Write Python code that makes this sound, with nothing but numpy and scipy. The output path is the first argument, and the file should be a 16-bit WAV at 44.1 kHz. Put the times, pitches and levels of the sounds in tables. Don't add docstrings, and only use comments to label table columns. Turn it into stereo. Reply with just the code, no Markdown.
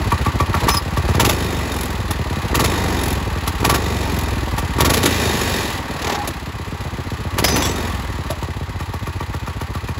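import sys
import numpy as np
from scipy import signal
from scipy.fft import rfft, irfft, next_fast_len
from scipy.io import wavfile
from scipy.ndimage import uniform_filter1d

SR = 44100
rng = np.random.default_rng(int(sys.argv[2]) if len(sys.argv) > 2 else 0)


def invert_db(level):
    return 10 ** (np.asarray(level, dtype=float) / 20)


def wav_out(sig):
    wavfile.write(sys.argv[1], SR, np.round(np.clip(np.atleast_2d(sig).T, -1, 1) * 32767).astype(np.int16))


N = 440559

# t/s, speed/(turns/s), count/turns to next row
CRANK = [(.024, 18.7, 2), (.153, 14.2, 8), (.718, 17.9, 8), (1.176, 16.2, 4), (1.351, 25.7, 24),
         (2.523, 17.4, 4), (2.704, 25.4, 19), (3.622, 17., 4), (3.806, 24.8, 20), (4.774, 16.1, 6),
         (5.026, 29.2, 21), (5.917, 18.5, 10), (6.499, 16.06, 13), (7.35, 15.8, 4), (7.549, 24.2, 17),
         (8.393, 16.8, 8), (8.902, 14.9, 10), (9.575, 14.5, 8), (10.126, 14.5, 0)]
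COAST_ABOVE_TPS, IDLE_BELOW_TPS, BREATHE_ABOVE_TPS, PULL_BELOW_TPS = 20.6, 16.4, 18.4, 24.5
SKIP_S, PUFF_LEAD_S, BURN_LEAD_S = 8.72, .012, .033

# f/Hz, level/dB
RUMBLE = [(40, -3), (100, 0), (160, -2.5), (230, -1.5), (360, -3.5), (480, -8), (900, -10.5), (1300, -88)]
# f/Hz, width/Hz, level/dB
SHIELD = [(784, 35, 1), (930, 79, 3.5), (1123, 105, 5), (1373, 550, -4), (1848, 21, 0.5), (2035, 80, -7),
          (2523, 230, -8.5)]
# f/Hz, level/dB
CLATTER = [(710, -29), (1200, -29), (1470, -3), (2010, 5.5), (2130, -12.5), (2480, -1), (4470, -5),
           (5810, -13), (6810, -10.5), (9000, -17), (11700, -55), (19800, -120)]
# f/Hz, width/Hz, level/dB
CLATTER_PEAKS = [(3970, 110, 11), (4870, 80, -58), (5960, 47, -4), (7040, 90, -31)]
# f/Hz, level/dB
FIZZ = [(6000, -9), (8000, -1.5), (9500, 4), (11000, 0.5), (13000, -1.5), (15700, -6.5), (16200, -57)]
# t/s, level/dB
SHAKE = [(0, 3), (.5, 2), (.62, 7), (.8, 0), (1.15, 4), (1.36, 1), (1.95, 0), (2.72, 3.5), (3.6, 1),
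         (4.72, 2), (5.1, 3.5), (5.7, 2), (6.2, 2), (6.45, -3), (7.3, -1.5), (7.52, 3.5), (8.6, -4.5),
         (9.99, -4)]
# level at rest/dB, rise when flung/dB, share of shake/1
LAYERS = [
    (-33, 5, 1.2),
    (-32, 2.3, 0.92),
    (-38, 3, 1),
    (-49.5, 6.5, 1.08),
]
# t/s, length/s, level/dB
CHATTER = [
    (1.713, 0.22, -39.5),
    (2.994, 0.16, -36.5),
    (4.12, 0.137, -41),
]
# f/Hz, width/Hz, level/dB
WHIRL = [(1770, 30, -4), (2400, 69, -2), (3690, 39, 1.5), (4580, 96, -9), (4870, 34, -16), (5300, 94, -5.5),
         (6100, 60, -7), (6760, 75, -5), (7660, 65, -10)]
# f/Hz, width/Hz, level/dB
FRAME = [(237, 31, 0.5), (368, 55, 1), (459, 95, -2)]
WHIRL_DB, FRAME_DB = -32.5, -33
FLING_TPS, FLING_WIDTH_TPS = 20.8, 0.55
RUB_START_S, RUB_LENGTH_S, RUB_DB = 5.05, 0.75, 4

# t/s, length/s, f/Hz, width/Hz, level/dB
RINGS = [(.7, .06, 5185, 20, -27), (.7, .06, 6070, 40, -33), (.7, .06, 10600, 60, -34),
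         (.7, .07, 14600, 60, -36), (.768, .02, 5060, 90, -19), (.768, .02, 10600, 150, -28),
         (.768, .02, 14600, 150, -30), (7.44, .05, 5185, 50, -25), (7.44, .17, 4960, 50, -29),
         (7.44, .27, 6060, 40, -30), (7.56, .05, 14600, 80, -34), (7.56, .07, 300, 30, -25),
         (7.56, .05, 500, 40, -27), (8.3, .04, 620, 60, -27), (7.62, .05, 3400, 30, -28),
         (7.62, .07, 5600, 50, -31), (7.62, .09, 7750, 40, -33), (7.62, .1, 7500, 40, -36)]
# t/s, level/dB
DRAG = [
    (5.95, -58),
    (6.02, -33.5),
    (6.08, -27),
    (6.24, -28.5),
    (6.3, -52),
    (6.4, -39),
]
DRAG_FIRST_S, DRAG_GAP_S, DRAG_COUNT = 5.993, .0255, 7

# t/s, shield ring level/dB, crash level/dB
BURNS = [(0.683, 6.5, -14), (0.743, 0, -21), (1.196, 6, -12.5), (1.247, -1, -15), (1.29, -5, -15.5),
         (1.33, -19, -25.5), (2.545, 2, -15.5), (2.593, 4, -17), (2.64, -3, -16), (3.644, 5.5, -15.5),
         (3.693, 5.5, -15), (3.741, 2, -16.5), (4.801, 4.5, -15), (4.847, 2, -15.5), (4.895, -1, -16),
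         (4.934, -20, -16.5), (4.97, -21, -19.5), (5.028, -18, -18.5), (5.054, -4, -15.5),
         (7.382, 0, -18.5), (7.439, -16, -15), (7.481, -5, -19.5), (7.558, -6, -18.5), (7.621, -7, -23),
         (7.653, -24, -21.5)]
# t/s, crash level/dB
TAPS = [(.604, -33), (.633, -31), (.771, -30), (0.971, -24.5), (1.09, -27), (1.148, -26.5), (3.375, -38),
        (3.602, -30.5), (3.627, -35), (4.479, -35), (4.784, -25.5), (5.197, -28), (8.428, -32)]
# t/s, crash level/dB, shield ring level/dB
SLAPS = [
    (2.107, -24, -7),
    (3.474, -22.5, -3.5),
    (4.579, -22.5, -1.5),
    (6.274, -23, -33),
    (8.304, -28, -12),
]
# from t/s, to t/s, crash level/dB, shield ring level/dB
IDLE_KNOCKS = [
    (.1, .6, -27, 5),
    (8.75, 9.95, -34.5, -7),
]
# f/Hz, level/dB
CRASH = [(250, 4.5), (600, 6), (1500, -2), (3000, 0), (5000, -4.5), (7500, -7.5), (9000, -34), (10000, -60)]
# f/Hz, width/Hz, level/dB
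RING = [(830, 40, -6), (945, 50, -4), (1148, 34, 0), (1380, 60, -10), (1830, 70, -10), (2410, 90, -16)]
BURN_SIZZLE_DB, TAP_SIZZLE_DB, SLAP_SIZZLE_DB, IDLE_SIZZLE_DB, TAP_RING_DB = -2, -4.5, 0.5, -2, 22
DRAG_CRASH_DB, DRAG_RING_DB, DRAG_SIZZLE_DB = 5, 20.5, -6
SWELL_S, RING_LEAD_S = .004, 0.00302
STRIKE = 12.3

# start/s, end f/Hz, sweep/Hz, sweep time/s, rise/s, length/s, size/1
INTAKE = [
    (-.0131, 84.6, 74., .0011, .021, .0211, .296),
    (.0022, 51.8, 845., .0041, .011, .0246, .148),
]
EXHAUST = [
    (-.0183, 80.8, 1036., .0031, .003, .04, .127),
    (-.0063, 124.8, 580., .0011, .0168, .0235, -.106),
]
COASTING = [
    (-.0165, 62.8, 193., .0042, .0007, .0298, .123),
    (-.012, 108.8, 390., .0012, .0024, .0149, .048),
]
# t/s, level/dB
PUFF_DB = [(0, -20), (0.72, -18.5), (0.82, -26), (1.05, -17), (1.36, -23.5), (1.85, -25), (2, -23),
           (2.6, -22.5), (3.55, -22.5), (4.85, -21), (5.15, -24), (5.7, -31.5), (6.3, -31), (7.3, -25),
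           (7.6, -23.5), (7.9, -24.5), (8.4, -26), (9.99, -25.5)]
COAST_TPS, COAST_PITCH_POWER = 23, 0.65
SURGE_DB, SURGE_PITCH = 1, 1.12

# f/Hz, level/dB
SCATTER = [(50, -25), (250, -18), (500, -12), (1200, -11), (2500, -8.5), (5000, -11), (7500, -16),
           (16000, -17)]
# f/Hz, level/dB
BALANCE_DB = [(60, .8), (250, 1.5), (1000, 2.6), (2400, 3.7), (4400, 3.4), (8000, 0), (16000, 0)]
# f/Hz, phase/rad
LEAD = [(0, 0), (2000, .2), (3100, .5), (3600, .1), (6900, 0), (9050, -3.14), (11250, -6.28),
        (13150, -9.42), (15500, -12.57), (17000, -13)]
MID_DROP_DB, SIDE_DROP_DB, DROP_LUCK_DB, DROP_FROM_HZ = -6.5, -6, 2.2, 6200


def evened(x):
    return x / np.sqrt(np.mean(x ** 2) + 1e-20)


def read(points, hz):
    f, value = np.transpose(points)
    return np.interp(np.log(hz + 1), np.log(f + 1), value)


def curve(points, t, **ends):
    return np.interp(t, *np.transpose(points), **ends)


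def colour(x, gain):
    size = next_fast_len(x.shape[-1])
    spectrum = rfft(x, size) * gain(np.fft.rfftfreq(size, 1 / SR))
    return irfft(spectrum, size)[..., :x.shape[-1]]


def white():
    return rng.standard_normal(N)


def noise(points):
    return evened(colour(white(), lambda hz: invert_db(read(points, hz))))


def resonate(x, modes):
    return sum((-1) ** k * invert_db(db) * signal.lfilter(*signal.iirpeak(hz, hz / width, SR), x)
               for k, (hz, width, db) in enumerate(modes))


def add(mix, s, sound):
    at = round(s * SR)
    part = mix[max(at, 0):max(at + len(sound), 0)]
    part += sound[max(-at, 0):][:len(part)]


def window(t, start, length, ramp_s):
    return np.clip(np.minimum(t - start, start + length - t) / ramp_s, 0, 1)


def crank():
    t = np.arange(N + 3000) / SR
    s, speed, count = np.transpose(CRANK)
    row = np.clip(np.searchsorted(s, t) - 1, 0, len(s) - 2)
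    gain = ((count[:-1] / np.diff(s) - speed[:-1]) / np.diff(s))[row]
    u = t - s[row]
    angle = (np.cumsum(count) - count)[row] + speed[row] * u + gain * u ** 2
    return angle, speed[row] + 2 * gain * u, gain > 10


def turns():
    angle, speed, gaining = crank()
    at = np.searchsorted(angle, np.arange(int(angle[-1]) + 1) - 1e-4)
    s, speed, odd = at / SR, speed[at], np.arange(len(at)) % 2
    pulling = gaining[at - 1] & (speed < PULL_BELOW_TPS)
    slowing = np.where(odd, speed < BREATHE_ABOVE_TPS, 2)
    idling = odd == (s > SKIP_S)
    kind = np.select([pulling, speed > COAST_ABOVE_TPS, speed > IDLE_BELOW_TPS], [0, 2, slowing], idling)
    return s - PUFF_LEAD_S * (kind < 2), kind


def rattle():
    t, times = np.arange(N) / SR, turns()[0]
    angle, speed, _ = (v[:N] for v in crank())
    flung = uniform_filter1d(1 / (1 + np.exp((FLING_TPS - speed) / FLING_WIDTH_TPS)), size=1500)
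    shake = curve(SHAKE, t)
    rumble, shield, clatter, fizz = (invert_db(db + more_db * flung + share * shake)
                                     for db, more_db, share in LAYERS)

    half_turns = 2 * angle + .3
    strength = rng.standard_normal(2 * len(times) + 4)[half_turns.astype(int)]
    tick = np.exp(-(half_turns % 1) / .4) * invert_db(1.6 * strength)

    def beat(depth):
        return evened(uniform_filter1d(1 - depth + depth * evened(tick), size=220))

    heave = evened(1 + (.6 - 0.37 * flung) * np.cos(2 * np.pi * (angle + 0.16)))
    bright = noise(CLATTER) + invert_db(-6.5) * resonate(white(), CLATTER_PEAKS)
    body = evened(resonate(white(), SHIELD))
    chatter = sum(invert_db(db) * window(t, s, length, 0.02) for s, length, db in CHATTER)
    rub = invert_db(RUB_DB * window(t, RUB_START_S, RUB_LENGTH_S, 0.014))
    clatter, fizz = rub * clatter, rub * fizz + chatter * tick ** 2

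    whirl = invert_db(WHIRL_DB + shake - 4.5) * rub ** 1.3 * beat(0.58) * evened(resonate(white(), WHIRL))
    jolts = np.diff(np.floor(angle + .6), prepend=0) * invert_db(1.7 * strength)
    frame = invert_db(FRAME_DB + shake) * evened(resonate(jolts, FRAME))

    out = flung * (whirl + frame)
    out += invert_db(2.5) * rumble * heave * noise(RUMBLE)
    out += invert_db(-1.0) * shield * beat(0.063) * body
    out += invert_db(2.5) * clatter * beat(0.53 / rub) * evened(bright)
    return out + invert_db(7) * fizz * beat(0.76 / rub) * noise(FIZZ)


def cup():
    out, t = np.zeros(N), np.arange(16000) / SR
    for s, length, hz, width, db in RINGS:
        scrape = rng.standard_normal(len(t)) * np.clip(1.3 - t / length, 0, 1)
        song = resonate(scrape, [(hz, width, 0)])
        add(out, s, invert_db(db) * song / np.std(song[t < length]))
    drag = invert_db(curve(DRAG, np.arange(N) / SR, left=-120, right=-120))
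    groan = resonate(white(), [(826, 16, 5), (700, 25, -9), (974, 25, -7), (1820, 50, -10)])
    return out + drag * evened(groan)


def blows():
    times, kinds = turns()
    rows = [(s, ring, db, db + BURN_SIZZLE_DB) for s, ring, db in BURNS]
    rows += [(s, db + TAP_RING_DB, db, db + TAP_SIZZLE_DB) for s, db in TAPS]
    rows += [(s, ring, db, db + SLAP_SIZZLE_DB) for s, db, ring in SLAPS]

    burns = times[kinds == 1] + PUFF_LEAD_S - BURN_LEAD_S
    luck = 1.15 * rng.standard_normal((len(burns), 2))
    for first, last, db, ring in IDLE_KNOCKS:
        rows += [(s, ring + 0.5 * a, db + b, db + b + IDLE_SIZZLE_DB)
                 for s, (a, b) in zip(burns, luck) if first < s < last]

    drags = DRAG_FIRST_S + DRAG_GAP_S * np.arange(DRAG_COUNT)
    rows += [(s, db + DRAG_RING_DB, db + DRAG_CRASH_DB, db + DRAG_SIZZLE_DB)
             for s, db in zip(drags, curve(DRAG, drags + 0.014))]
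    return rows


def blow(u, rise_s, t60_s):
    return (u > 0) * (1 - np.exp(-abs(u) / rise_s)) * invert_db(-60 * abs(u) / t60_s)


def knocks():
    ring, crash, sizzle, pop = np.zeros((4, N))
    t = np.arange(3000) / SR
    low_pop = blow(t, 0.00082, 0.0098) * np.sin(2 * np.pi * 310 * t)
    for s, ring_db, crash_db, sizzle_db in blows():
        hard = np.clip((crash_db + 24.5) / 8, 0, 1)
        shape = (1.6 - 1.12 * hard) * blow(t, .002, 0.053) + 2.29 * hard * blow(t - .002, 0.011, 0.068)
        rebound = (0.31 + 0.27 * hard) * blow(t - .009, 0.015, 0.19)
        add(ring, s - RING_LEAD_S, invert_db(ring_db - 16.5) * (1.22 * blow(t, 0.0002, 0.064) + rebound))
        add(crash, s, invert_db(crash_db + 5) * shape)
        add(sizzle, s, invert_db(sizzle_db + 4) * shape)
        add(pop, s - .014, invert_db(3.5) * hard ** 3 * low_pop)
    crash, sizzle = uniform_filter1d([crash, sizzle], size=round(SWELL_S * SR))

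    grit = invert_db(3. * evened(uniform_filter1d(white(), size=90)) - .5)
    shudder = ring * white()
    strike = STRIKE * np.maximum(np.diff(ring, prepend=0), 0)
    ring = evened(resonate(shudder + strike, RING)) * np.std(ring)
    metal = evened(noise(CRASH) + invert_db(-10.0) * evened(resonate(white(), WHIRL + FRAME)))
    return ring + grit * (crash * metal + sizzle * noise(FIZZ)) + pop


def puffs():
    out, t = np.zeros(N), np.arange(-1200, 1800) / SR
    times, kinds = turns()
    speed, gaining = (v[(times * SR).astype(int)] for v in crank()[1:])
    levels = curve(PUFF_DB, times) + SURGE_DB * gaining
    surge_pitch = np.where(gaining, SURGE_PITCH, 1)
    pitches = np.where(kinds == 2, (speed / COAST_TPS) ** COAST_PITCH_POWER, surge_pitch)
    lucks = rng.standard_normal((len(times), 2))
    for s, db, kind, pitch, luck in zip(times, levels, kinds.astype(int), pitches, lucks):
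        puff = np.zeros(len(t))
        sweeps = [INTAKE, EXHAUST, COASTING][kind]
        for (start, hz, sweep_hz, fall, rise, length, size), r in zip(sweeps, luck):
            u = np.maximum(pitch * t - start, 0)
            cycles = hz * u + (1 + .04 * r) * sweep_hz * fall * (1 - np.exp(-u / fall))
            envelope = (1 - np.exp(-u / rise)) * np.exp(-(u / length) ** 4)
            puff += size * np.sin(2 * np.pi * cycles) * envelope
        add(out, s + t[0], invert_db(db + [.3, 1.2, -1.2][kind] + .5 * luck[0]) * evened(puff))
    return out


def scene():
    near = rattle() + cup() + knocks() + puffs()
    taps = rng.standard_normal((3, 2000)) * invert_db(-60 * np.arange(2000) / SR / .06)
    taps = taps / np.linalg.norm(taps[0])
    phase = np.arange(N) / SR * 3.1 + np.arange(3)[:, None] / 3
    turn = np.sqrt(2 / 3) * np.cos(2 * np.pi * phase)
    echoes = (turn * signal.fftconvolve(near[None], taps, axes=1)[:, :N]).sum(0)
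    return near + np.array([[1], [-1]]) * colour(echoes, lambda hz: invert_db(read(SCATTER, hz)))


def thin(x):
    hz, _, z = signal.stft([x[0] + x[1], x[0] - x[1]], SR, nperseg=1024)
    power = np.add.reduceat(abs(z) ** 2, np.arange(0, 513, 16), axis=1)
    power = np.repeat(uniform_filter1d(power, size=3, axis=2), 16, axis=1)[:, :513]
    luck = evened(uniform_filter1d(rng.standard_normal((33, z.shape[2])), size=5))
    luck_db = DROP_LUCK_DB * np.repeat(luck, 16, axis=0)[:513]
    limit_db = np.array([[[MID_DROP_DB]], [[SIDE_DROP_DB]]]) + luck_db
    weak = power < power[::-1] * invert_db(limit_db) ** 2
    kept = z * ~(weak & (hz > DROP_FROM_HZ)[:, None])
    mid, side = signal.istft(kept, SR, nperseg=1024)[1][:, :N] / 2
    return np.array([mid + side, mid - side])


def top_cut(x):
    return signal.sosfilt(signal.butter(12, 16850, fs=SR, output="sos"), x)


def record(dry):
    side = np.array([[.5], [-.5]])
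    bass_cut = signal.sosfilt(signal.butter(3, 40, "high", fs=SR, output="sos"), dry)

    def port_gain(hz):
        level_db = side * read(BALANCE_DB, hz) - 40 * (hz > 15900)
        return invert_db(level_db) * np.exp(1j * side * curve(LEAD, hz))

    ports = colour(1.079 * np.tanh(bass_cut / 1.143), port_gain)
    mix = np.clip(thin(ports), -1, 1)
    return top_cut(mix)


dry = scene()
out = record(dry)
wav_out(out)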